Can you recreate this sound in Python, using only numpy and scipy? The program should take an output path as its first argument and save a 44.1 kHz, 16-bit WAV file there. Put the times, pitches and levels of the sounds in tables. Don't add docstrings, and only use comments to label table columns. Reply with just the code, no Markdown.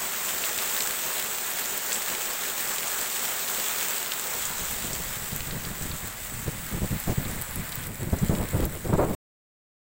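import sys
import numpy as np
from scipy import signal
from scipy.fft import rfft, irfft, next_fast_len
from scipy.io import wavfile
from scipy.ndimage import uniform_filter1d, map_coordinates

SR = 44100
rng = np.random.default_rng(int(sys.argv[2]) if len(sys.argv) > 2 else 0)


def to_wav(s):
    ch = np.atleast_2d(s).T
    pcm = np.round(np.clip(ch, -1, 1) * 32767)
    wavfile.write(sys.argv[1], SR, pcm.astype(np.int16))


N = 434826
T = np.arange(N) / SR
PRE_ROLL = (SR // 1000, 0)


def amp(db):
    return 10 ** (np.asarray(db) / 20)


def unit(x):
    return x / np.sqrt(np.mean(x ** 2) + 1e-20)


def automation(rows):
    return np.interp(T, *np.transpose(rows))


def wobble(rate):
    return map_coordinates(rng.standard_normal(int(N * rate / SR) + 4), [T * rate])


def filtered(x, response):
    size = next_fast_len(len(x) + 4096)
    return irfft(rfft(x, size) * response(np.fft.rfftfreq(size, 1 / SR)), size)[:len(x)]


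def eq(x, points):
    freqs, db = np.transpose(points)
    return filtered(x, lambda hz: amp(np.interp(np.log(hz + 1), np.log(freqs), db)))


def unit_presence(x):
    return x / np.std(filtered(x, lambda hz: (hz > 2000) & (hz < 5300)))


def add(track, start, sound, peak_db):
    part = track[max(round(start * SR), 0):][:len(sound)]
    part += amp(peak_db) * sound[:len(part)] / np.abs(sound).max()


# time in seconds, level in dB.
BREEZE = [(4.3, -52), (4.65, -44.5), (5.05, -45), (5.6, -40), (6.2, -49.5), (6.7, -43.5), (7.45, -46.5),
          (7.9, -40), (9.15, -34)]
# start in seconds, length in seconds, buffeting drive in dB, eddy drive in dB.
GUSTS = [(4.837, 0.028, -39, -37.5), (4.893, 0.093, -41, -41.5), (5.311, 0.047, -35.5, -49),
         (5.465, 0.23, -36.5, -47.5), (5.8, 0.15, -33.5, -44.5), (6.018, .05, -37, -49),
         (6.317, 0.15, -38.5, -54), (6.456, 0.028, -29, -38.5), (6.52, 0.068, -36.5, -52),
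         (6.712, 0.061, -27, -39), (6.8, 0.043, -26.5, -38.5), (6.903, .06, -28.5, -46),
         (7.07, 0.058, -26.5, -32), (7.171, 0.046, -24.5, -39), (7.244, .15, -32.5, -42),
         (7.552, 0.055, -34.5, -54), (7.765, 0.037, -34, -56), (7.973, .14, -33, -42),
         (8.118, 0.063, -26.5, -36.5), (8.208, 0.056, -26, -42), (8.285, .05, -28, -33),
         (8.358, 0.081, -26.5, -34), (8.527, 0.15, -24.5, -34), (8.726, 0.039, -44, -36),
         (8.839, 0.067, -26.5, -34), (8.92, 0.019, -24.5, -25), (8.976, .06, -29.5, -25),
         (9.053, 0.082, -35, -32.5)]


def gusts(attack_s=0.01, release_s=0.034, sag_db_per_s=16.5):
    breeze_db = automation(BREEZE)
    buffet_power, eddy_power = amp(breeze_db) ** 2, amp(breeze_db - 8) ** 2
    for start, length, buffet_db, eddy_db in GUSTS:
        age = T - start
        gate = np.clip(age / attack_s, 0, 1) * np.clip(1 - (age - length) / release_s, 0, 1)
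        envelope = gate * amp(-sag_db_per_s * np.maximum(age, 0))
        buffet_power += (amp(buffet_db) * envelope) ** 2
        eddy_power += (amp(eddy_db) * envelope) ** 2
    return 10 * np.log10([buffet_power, eddy_power])


# frequency in Hz, gain in dB.
BUFFET_EQ = [(10, 1.5), (30, -1), (70, 0.5), (140, 2), (205, -1), (290, -10.5), (420, -18.5), (900, -45.5)]
EDDY_EQ = [(150, -22.5), (300, 4), (400, 3), (600, 1), (900, -12.5), (1400, -32), (3000, -54)]


def wind():
    flutter_db = 3 * np.tanh(wobble(rate=36))
    buffet_db, eddy_db = gusts() + flutter_db
    lumps = np.tanh(wobble(rate=70))
    buffet = amp(buffet_db) * unit(amp(4 * lumps) * eq(rng.standard_normal(N), BUFFET_EQ))
    swirl = amp(4.8 * lumps) * rng.standard_normal(N)
    shedding = 1 / (1 + amp(-48 - eddy_db) ** 2)
    eddies = shedding * amp(eddy_db) * unit(eq(swirl, EDDY_EQ))
    tearing_eq = [(400, -22.5), (950, 2), (1400, -4.5), (2300, -21), (5000, -53)]
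    tearing = amp(1.5 * eddy_db + 3.5) * unit(eq(swirl, tearing_eq))
    fade_in = np.clip((T - 4.25) / 0.07, 0, 1)
    return fade_in * (buffet + eddies + tearing)


# start in seconds, peak level in dB.
PUFFS = [(4.846, -27), (5.328, -25.5), (6.479, -16), (6.819, -27), (8.129, -16), (8.295, -12),
         (8.935, -14.5), (8.979, -14.5), (9.106, -23)]


def puffs():
    track, t = np.zeros(N), np.arange(SR // 16) / SR
    edge_eq = [(30, -4), (200, -1), (350, 0), (650, -12), (1400, -21), (4000, -56.5)]
    envelope = t * np.exp(-t / 0.0031)
    for start, peak_db in PUFFS:
        hz = 160 * np.exp(0.2 * rng.standard_normal())
        swing = np.sin(2 * np.pi * hz * t)
        edge = unit(eq(rng.standard_normal(len(t)), edge_eq))
        add(track, start, envelope * (swing + 0.23 * edge), peak_db)
    return track


def wash(patchy_db):
    spectrum = signal.stft(rng.standard_normal(N), nperseg=512)[2]
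    patches = uniform_filter1d(rng.standard_normal(spectrum.shape), size=14, axis=0)
    patches = unit(uniform_filter1d(patches, size=7, axis=1))
    return unit(signal.istft(spectrum * amp(patchy_db * patches), nperseg=512)[1][:N])


def splats(per_s, spread_db, t60):
    hits = rng.random(N) < per_s / SR
    size_db = spread_db * np.minimum(rng.standard_normal(N), 2)
    age = np.arange(SR // 40) / SR
    power = signal.fftconvolve(hits * amp(size_db) ** 2, amp(-60 * age / t60) ** 2)[:N]
    return unit(np.sqrt(np.abs(power)) * rng.standard_normal(N))


def patter(count, centre_hz, scatter, decay_cycles, spread_db):
    starts = rng.integers(0, N, count)
    detune, size = np.clip(rng.standard_normal((2, count, 1)), -2.2, 2.2)
    offsets = np.arange(256)
    cycles = centre_hz * np.exp(scatter * detune) * offsets / SR
    grains = amp(spread_db * size) * np.sin(2 * np.pi * cycles) * np.exp(-cycles / decay_cycles)
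    return unit(np.bincount((starts[:, None] + offsets).ravel(), grains.ravel(), N)[:N])


# time in seconds, gain in dB.
RAIN_FADER = [(0, -38.5), (.7, -37), (1.3, -38), (2.9, -38), (3.8, -37), (4.5, -39), (5.5, -43.5),
              (6.3, -46), (7.3, -44.5), (9.15, -47.5)]
# start in seconds, depth in dB, recovery in seconds.
GAIN_DUCKS = [(1.782, 2.5, .12), (3.97, 2, 0.35), (5.37, 1, .3), (7.875, 4, .55), (8.66, 3.5, 1)]


def bed_gain(duck_attack_s=0.0075):
    level_db = automation(RAIN_FADER) + 0.54 * wobble(rate=22)
    for start, depth_db, recovery in GAIN_DUCKS:
        age = T - start
        level_db -= depth_db * np.clip(age / duck_attack_s, 0, 1) * np.clip(1 - age / recovery, 0, 1)
    return amp(level_db)


# frequency in Hz, gain in dB.
GARDEN_EQ = [(25, -11), (50, -11.5), (80, -15), (150, -8.5), (230, -4), (310, -10.5), (380, -1.5),
             (470, -3), (800, -2.5), (1620, -1.5), (2900, -5.5), (3700, -5.5), (5300, -10), (7000, -15)]
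ROOF_EQ = [(60, 12), (300, -18), (480, -1.5), (800, -2.5), (1300, -0.5), (2050, 0.5), (2700, -6.5),
           (3800, -7.5), (5300, -13.5), (6500, -22)]
GARDEN_SPRAY_EQ = [(3500, -44.5), (5300, -13), (6700, -3), (7800, 1.5), (8150, 1), (9050, -7.5),
                   (10700, -15.5), (12500, -9.5), (14300, -1.5), (15700, 2.5)]
ROOF_SPRAY_EQ = [(3500, -37), (5600, -15.5), (6700, -8.5), (7800, 1.5), (8200, -1), (9100, -6.5),
                 (10800, -8.5), (12500, -9), (14300, -3.5), (15700, 2)]


def rain_bed(fade_start_s=4.3, fade_s=3.74):
    leaf_splats = splats(per_s=510, spread_db=7.5, t60=0.0065)
    tile_splats = splats(per_s=220, spread_db=7, t60=0.006)
    leaf_rings = patter(count=4000, centre_hz=2835, scatter=0.38, decay_cycles=1.25, spread_db=3)
    tile_rings = patter(count=1800, centre_hz=3230, scatter=0.35, decay_cycles=1.8, spread_db=4.5)
    bright_eq = [(600, -9.5), (3000, 3)]
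    leaves = amp(-17.5) * leaf_rings + amp(-7) * eq(leaf_splats, bright_eq)
    tiles = amp(-18) * tile_rings + amp(-9) * eq(tile_splats, bright_eq)
    garden_body = unit_presence(eq(wash(patchy_db=1.14) + leaves, GARDEN_EQ))
    roof_body = unit_presence(eq(wash(patchy_db=1) + tiles, ROOF_EQ))

    garden_spray = unit(eq(wash(patchy_db=1.14) + amp(-10) * leaf_splats, GARDEN_SPRAY_EQ))
    droplets = eq(splats(per_s=290, spread_db=6.5, t60=0.002), [(6000, -10), (12000, -2)])
    roof_drops = amp(-6.5) * tile_splats + amp(-10) * droplets
    roof_spray = unit(eq(wash(patchy_db=2.3) + roof_drops, ROOF_SPRAY_EQ))

    crossfade = np.clip((T - fade_start_s) / fade_s, 0, 1)
    garden_gain, roof_gain = np.sqrt(1 - crossfade), np.sqrt(crossfade)
    body = garden_gain * garden_body + roof_gain * roof_body
    spray = garden_gain * amp(11) * garden_spray + roof_gain * amp(12) * roof_spray
    return bed_gain() * (body + amp(0.55 * wobble(rate=14)) * spray)


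# start in seconds, peak level in dB, pitch in Hz.
TAPS = [(0.4384, -14.5, 2680), (0.5857, -20, 2590), (0.805, -13.5, 4700), (1.9195, -15.5, 4400),
        (1.9555, -21, 2630), (2.149, -18.5, 2300), (2.782, -20, 3980), (3.029, -20.5, 3270),
        (3.4765, -23, 4230), (4.119, -14, 3100), (5.4048, -24.5, 2500), (5.5088, -22.5, 4000),
        (5.6498, -24, 4610), (5.914, -23, 3760), (7.2509, -29, 4060), (7.7243, -24, 2990),
        (8.35, -23, 2410), (8.6424, -29.5, 3950)]


def taps():
    track, t = np.zeros(N), np.arange(SR // 12) / SR
    slap_eq = [(700, -30), (1900, 1), (3800, 9), (8000, -8.5), (15000, -33)]
    envelope = amp(-60 * t / 0.014) + amp(-12 - 60 * t / 0.09)
    for start, peak_db, hz in TAPS:
        ring = np.sin(2 * np.pi * hz * t) * amp(-60 * t / 0.0067)
        slap = eq(np.pad(envelope * rng.standard_normal(len(t)), PRE_ROLL), slap_eq)
        add(track, start, np.pad(ring, PRE_ROLL) + 0.65 * slap, peak_db)
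    return track


# start in seconds, peak level in dB.
SPLASHES = [(0.8047, -18), (0.8214, -14.5), (0.873, -15), (1.052, -21.5), (1.929, -13.5), (1.9444, -18),
            (2.7831, -22.5), (2.8799, -21), (3.007, -22), (3.8284, -17.5), (3.9014, -22), (4.4209, -21),
            (4.453, -17.5), (4.6528, -22), (4.9315, -20), (5.823, -19.5), (7.2814, -28), (8.187, -27)]
# frequency in Hz, gain in dB.
SPLASH_EQ = [(500, -47), (2000, -17), (5300, -0.5), (6800, 6), (7800, 12.5), (9000, -2.5), (11000, -12.5),
             (13000, -2), (15600, -26)]


def splashes():
    track, t = np.zeros(N), np.arange(SR // 12) / SR
    burst = (1 - np.exp(-t / 0.001)) * amp(-60 * t / 0.0059)
    tail = amp(-19 - 60 * t / 0.15)
    for start, peak_db in SPLASHES:
        add(track, start, eq((burst + tail) * rng.standard_normal(len(t)), SPLASH_EQ), peak_db)
    return track


# start in seconds, peak level in dB.
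TICKS = [(1.2416, -14.5), (1.7764, -10), (2.607, -13), (4.7117, -16), (5.3612, -10), (6.6653, -16),
         (7.0, -18), (7.414, -14), (7.4204, -12), (7.5574, -13), (7.7553, -12.5), (7.869, -18),
         (8.6527, -12)]
# frequency in Hz, gain in dB.
TICK_EQ = [(1000, -20), (5000, -14), (8000, 1), (11000, 0), (13500, 6), (15600, 2)]


def ticks():
    track, t = np.zeros(N), np.arange(SR // 12) / SR
    envelope = amp(-60 * t / 0.0035) + amp(-14 - 60 * t / 0.03)
    for start, peak_db in TICKS:
        ping = np.sin(2 * np.pi * rng.uniform(13800, 15600) * t) * amp(-60 * t / 0.002)
        snap = eq(np.pad(envelope * rng.standard_normal(len(t)), PRE_ROLL), TICK_EQ)
        add(track, start, np.pad(ping, PRE_ROLL) + 0.55 * snap, peak_db)
    return track


def scene():
    mono = rain_bed() + taps() + splashes() + ticks() + wind() + puffs()
    return np.array([mono, mono])


def record(dry, stop_s=9.15, top_hz=15830):
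    low_pass = signal.firwin(601, top_hz, fs=SR, window=("kaiser", 9))
    return signal.fftconvolve(dry * (T < stop_s), low_pass[None], mode="same", axes=1)


dry = scene()
out = record(dry)
to_wav(out)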